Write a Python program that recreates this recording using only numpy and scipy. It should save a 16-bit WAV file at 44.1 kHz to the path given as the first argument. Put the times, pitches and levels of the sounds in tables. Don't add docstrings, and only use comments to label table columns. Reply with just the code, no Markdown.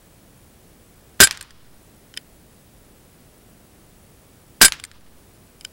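import sys
import numpy as np
from scipy import signal
from scipy.fft import rfft, irfft
from scipy.io import wavfile
from scipy.ndimage import uniform_filter1d

SR = 44100
rng = np.random.default_rng(int(sys.argv[2]) if len(sys.argv) > 2 else 0)


def wav_record(signal):
    frames = np.transpose(np.atleast_2d(signal))
    bounded = np.clip(frames, -1, 1)
    quanta = np.round(bounded * 32767).astype(np.int16)
    wavfile.write(sys.argv[1], SR, quanta)


def volts(x):
    e = np.asarray(x, float) / 20
    return 10 ** e


N = 252322


def noise(count):
    return rng.standard_normal(count)


def unit(x):
    return x / np.sqrt(np.mean(x ** 2))


def fade(t60, count):
    return np.exp(-np.log(1000) * np.arange(count) / SR / max(t60, 1e-4))


def colour(x, points, tilt=0):
    hz = np.maximum(np.fft.rfftfreq(8192, 1 / SR), 10)
    point_hz, point_db = np.array(points).T
    db = np.interp(np.log(hz), np.log(point_hz), point_db) + tilt * np.log2(hz / 4000)
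    cepstrum = irfft(np.log(volts(np.maximum(db, -90))))
    cepstrum[1:4096] *= 2
    cepstrum[4097:] = 0
    impulse = irfft(np.exp(rfft(cepstrum)))
    return signal.fftconvolve(x, impulse)[:len(x)]


def band(hz, width, count):
    b, a = signal.iirpeak(min(hz, .45 * SR), hz / width, SR)
    return unit(signal.lfilter(b, a, noise(count)))


def walk(rate):
    k = int(SR / rate)
    steps = np.repeat(noise(N // k + 1), k)
    return unit(uniform_filter1d(uniform_filter1d(steps, k), k)[:N])


def add(out, s, x):
    i = int(round(s * SR))
    out[i:i + len(x)] += x[:N - i]


# hz [Hz], level_db [dB per Hz]
AIR_COLOUR = [(12, -33), (20, 3.5), (190, -2), (612, -10.5), (955, -16.5), (4050, -23.5), (13500, -25),
              (15400, -22.5)]
# pitch_hz [Hz], width_hz [Hz], level_db [dB], gated_share [0-1]
WHINE_BANDS = [(7820, 40, -75.5, 0.6), (8025, 70, -78, .3), (9690, 160, -69, 0.7), (9700, 990, -70.5, .05)]


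def air():
    frame_rate_hz, scan_hz, beat_hz = 59.94, 15735, 13.05
    t = np.arange(N) / SR
    bed = unit(colour(noise(N), AIR_COLOUR)) * volts(-50.5)
    rumble = signal.sosfilt(signal.butter(2, 400, fs=SR, output="sos"), bed)
    waver = volts(0.52 * walk(2.7) + 0.29 * walk(21))
    bed = bed + rumble * (waver - 1)
    gate = np.where((frame_rate_hz * t - .46) % 1 < .5, 1., -1.)
    whine = sum(volts(db) * band(hz, width, N) * (1 + share * gate) for hz, width, db, share in WHINE_BANDS)
    beat = 1 + .55 * np.cos(2 * np.pi * beat_hz * (t - 3.05))
    scan = volts(-65.5) * np.sin(2 * np.pi * scan_hz * t) * beat
    return bed + whine + scan


# hz [Hz], level_db [dB per Hz]
CRACK_COLOUR = [(500, -40), (950, -20), (1450, -3), (2500, 0), (5000, 0), (10000, -4), (13500, -10),
                (16000, -22)]


def knocks(events, modes, spread_db, chatter, smear_tilt, count=6000):
    longest_ring_s, chatter_t60_s, chatter_left = .105, 0.04, 0.26
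    out, t = np.zeros(N), np.arange(count) / SR
    smear = unit(colour(noise(count), CRACK_COLOUR, smear_tilt) * fade(.085, count)) / np.sqrt(count)
    chatter_fall = chatter_left + fade(chatter_t60_s, count)
    for s, db, contact_s, tilt, crack_db, share in events:
        push = fade(3 * abs(contact_s), count) * (1 - fade(0.19 * abs(contact_s), count))
        ring = 0
        for hz, mode_db, t60 in modes:
            level_luck, pitch_luck, phase = noise(3)
            swing = signal.fftconvolve(push[:900], fade(share * min(t60, longest_ring_s), count))[:count]
            tone = np.sin(2 * np.pi * hz * (1 + .002 * pitch_luck) * t + 9 * phase)
            rough = tone + chatter * band(hz, 340, count) * chatter_fall
            level = volts(mode_db + tilt * np.log2(hz / 4000) + spread_db * level_luck)
            ring = ring + level * swing / swing.max() * rough
        crack = colour(push * noise(count), CRACK_COLOUR, tilt)
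        ring = ring / np.abs(ring).max()
        crack = volts(crack_db) * crack / np.abs(crack).max()
        off_car = signal.fftconvolve(0.11 * ring + 3.1 * crack, smear)[:count]
        add(out, s, volts(db) * (ring + crack + volts(-23) * off_car))
    return out


def taps(rows, crack_db, share):
    return [(s, db, contact_s, tilt, crack_db, share) for s, db, tilt, contact_s in rows]


# lead_s [s], level_db [dB], tilt_db [dB per octave], contact_s [s]
SEAR_SLIPS = [
    (.0075, -31.5, -7.5, .006),
    (.005, -26, .6, .004),
]
# pitch_hz [Hz], level_db [dB], t60_s [s]
LEVER_MODES = [(1500, -12, .09), (1850, -4, .018), (2400, -5, .014), (3070, 2, .035), (3620, -6, .016),
               (5080, 2, .018), (4900, -17, .12), (7300, -4, .014), (8650, -8, .012), (10100, -8, .01),
               (11700, -14, .01)]


def sear():
    rows = [(shot[0] - lead_s, *rest) for shot in SHOT_BLASTS for lead_s, *rest in SEAR_SLIPS]
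    return knocks(taps(rows, 1.5, .3), LEVER_MODES, 2.1, 0.3, -5)


# start_s [s], level_db [dB before overload], gas_t60_s [s], thump_db [dB], echo_db [dB]
SHOT_BLASTS = [
    (1.2024, 16, 0.055, 7, -33.5),
    (4.614, 12, .085, 2, -36),
]
# hz [Hz], level_db [dB per Hz]
GAS_COLOUR = [(35, -30), (60, -11.5), (315, -0.5), (1050, -9.5), (1620, -0.5), (2400, -9.5), (4200, -3),
              (16000, -11.5)]
# pitch_hz [Hz], width_hz [Hz], level_db [dB], t60_s [s]
REST_MODES = [(79.66, 34, -13, 0.13), (120.4, 110, -17, 0.065), (216, 50, -3, 0.061), (314, 65, -10, 0.072),
              (397, 15, -3.5, .07), (575, 48, -15, 0.018)]


def shots(count=40000):
    out, t = np.zeros(N), np.arange(count) / SR
    for s, db, gas_t60, thump_db, echo_db in SHOT_BLASTS:
        roar = unit(colour(noise(count), GAS_COLOUR)) * fade(gas_t60, count) * (1 - fade(.012, count))
        barrel = -volts(4) * np.sin(2 * np.pi * 1590 * t) * fade(.01, count)
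        thump = 0
        for hz, width, mode_db, t60 in REST_MODES:
            rough = np.sin(2 * np.pi * hz * t) + .6 * band(hz, width, count)
            thump = thump + volts(mode_db) * rough * fade(t60, count)
        thump = volts(thump_db) * thump * (1 - fade(0.0023, count))
        boom = volts(-35) * band(45, 70, count) * fade(1.0, count) * (1 - fade(.1, count))
        add(out, s, volts(db) * (roar + barrel) + thump + boom)
        add(out, s, volts(echo_db) * echo(.05))
    return out


# start_s [s], level_db [dB], tilt_db [dB per octave], frame_freedom [0-1 in the grip]
HAMMER_REBOUNDS = [(1.2255, 9, -5.5, 0.5), (1.2329, 14.5, 1.55, .65), (1.2562, -17, 0.1, .8),
                   (1.2718, -2.5, -3.5, .8), (4.6212, 11.5, 5, .7), (4.626, 8, -7.5, .95),
                   (4.646, 14, 1.47, .85), (4.6818, -4, -2.5, 0.9)]
# pitch_hz [Hz], level_db [dB], t60_s [s]
FRAME_MODES = [(1579, -2.5, 0.091), (2310, -15, 0.12), (3058, -6.5, 0.038), (3670, -9, 0.07),
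               (4313, -13, 0.08), (4964, -3, 0.063), (6870, -14, 0.12), (7310, -17.5, 0.18),
               (7490, -9, 0.1), (8076, -0.5, 0.058), (9230, -15.5, 0.066), (9960, -6.5, 0.14),
               (10130, -24, 0.054), (10900, -13, 0.044)]


def hammer():
    blows = [(shot[0], 16.5, 0.09, .7, 2.5) for shot in SHOT_BLASTS]
    for s, db, tilt, free in HAMMER_REBOUNDS:
        blows.append((s, db, tilt, free, -3.5 if db > 0 else -0.74))
    events = []
    for s, db, tilt, free, crack_db in blows:
        contact_s = .0023 * volts(0.99 * db)
        ring_share = free * .3 * volts(.6 * db)
        events.append((s, db, contact_s, tilt, crack_db, ring_share))
    return knocks(events, FRAME_MODES, 1.1, 1.1, -.4)


# centre_hz [Hz], level_db [dB], t60_s [s]
TREE_BANDS = [(350, -15, 0.19), (700, -8.5, 0.42), (1300, -2, 0.96), (2580, -2, 0.8), (4100, -3, 0.98),
              (7500, -9, 0.28), (12000, -16, .2)]


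def echo(rise_s, count=40000):
    swell = (1 - fade(rise_s, count)) * volts(2.5 * walk(70)[:count])
    tail = 0
    for hz, db, t60 in TREE_BANDS:
        octave = signal.butter(2, [.68 * hz, 1.33 * hz], "band", fs=SR, output="sos")
        tail = tail + volts(db) * unit(signal.sosfilt(octave, noise(count))) * fade(t60, count)
    return swell * tail


# start_s [s], level_db [dB], ground_lag_s [s], ground_db [dB], splinter_db [dB]
PELLET_HITS = [
    (1.3101, 1.5, .00095, -3, -7),
    (4.7221, 0.5, .00095, -11, -8.5),
]


def pellet(count=12000):
    smack_hz, smack_s, scatter_t60_s = 3900, .00014, .2
    out, t = np.zeros(N), np.arange(count) / SR
    smack = np.sin(2 * np.pi * smack_hz * t) * np.exp(-((t - smack_s) / smack_s) ** 2)
    for s, db, lag_s, ground_db, splinter_db in PELLET_HITS:
        splinter = unit(colour(noise(count), CRACK_COLOUR, -2.5))
        scatter = unit(colour(noise(count), CRACK_COLOUR, -3.5))
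        add(out, s, volts(db) * smack)
        add(out, s + lag_s, volts(db + ground_db) * smack)
        add(out, s + 0.000067, volts(db + splinter_db) * splinter * fade(.009, count))
        dull = uniform_filter1d(scatter, size=4)
        bright = scatter - dull
        scatter = dull * fade(scatter_t60_s, count) + bright * fade(0.6 * scatter_t60_s, count)
        add(out, s + .001, volts(-26.5 + 2.5 * walk(117)[:count]) * scatter)
    return out


# start_s [s], level_db [dB], tilt_db [dB per octave], contact_s [s]
RATTLE_TAPS = [(1.3263, -19, -4, .0023), (1.3734, -18.5, -2.5, .0016), (1.3766, -30, -4, 0.002),
               (1.4103, -15, 1.5, .0025), (1.4126, -18.5, -0.5, 0.00083), (1.426, -22.5, 4.5, 0.004),
               (1.5065, -29, -2, 0.0034), (4.7383, -34, 6, 0.0017), (4.7985, -21, -2.2, 0.0035),
               (4.8386, -14, 1.1, 0.0034), (4.8492, -22, 5, 0.0039), (4.9144, -29.5, -3, 0.0021),
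               (5.0088, -41.5, -2, 0.0011), (5.0638, -47, -9, 0.0037)]
# pitch_hz [Hz], level_db [dB], t60_s [s]
LOOSE_MODES = [(1770, 6, 0.0079), (3370, -2, 0.011), (4900, 0.5, 0.011), (7370, -3, 0.035), (8596, 3, .016),
               (10400, -7, 0.0087)]


def rattle():
    return knocks(taps(RATTLE_TAPS, -.6, .5), LOOSE_MODES, 1.5, 0.85, -7.6)


# start_s [s], level_db [dB], tilt_db [dB per octave], contact_s [s]
TRIGGER_TAPS = [(2.1402, -27, -1, 0.00052), (2.1664, -29.5, -5, .001), (2.1712, -33, 5, .003),
                (2.1735, -13.5, .6, .0026), (5.6099, -25.5, 2, .0014), (5.6452, -38, 5, 0.0053),
                (5.6477, -28.5, -8.5, 0.0017), (5.6493, -16.5, 2.5, .0013)]


def trigger():
    return knocks(taps(TRIGGER_TAPS, -8, .4), LEVER_MODES, 2.1, 0.3, -5)


def scene():
    gun = sear() + shots() + hammer() + rattle() + trigger()
    return (air() + gun + pellet())[None]


def band_limit(x):
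    return signal.sosfilt(signal.butter(12, 16400, fs=SR, output="sos"), x)


def record(dry):
    duck_db, duck_above, attack_s, hold_s, ramp_s = -5.5, .4, 0.0027, 0.2, 0.27
    ceiling = .7
    t = np.arange(N) / SR
    last_loud = np.maximum.accumulate(np.where(np.abs(dry) > duck_above, t, -9), axis=-1)
    target = np.clip(1 - (t - last_loud - hold_s) / ramp_s, 0, 1)
    pole = np.exp(-1 / (attack_s * SR))
    duck = signal.lfilter([1 - pole], [1, -pole], target)
    x = dry * volts(duck_db * duck)
    x = x / (1 + np.abs(x / ceiling) ** 8) ** (1 / 8)
    x = signal.sosfilt(signal.butter(1, 18, "high", fs=SR, output="sos"), x)
    recover = -np.gradient(duck, axis=-1) * SR * ramp_s
    x = x + volts(-49) * uniform_filter1d(np.clip(recover, 0, 1), size=1500)
    x = signal.sosfiltfilt(signal.ellip(7, .1, 16, 15800, fs=SR, output="sos"), x)
    return band_limit(np.clip(x, -1, 1))


dry = scene()
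out = record(dry)
wav_record(out)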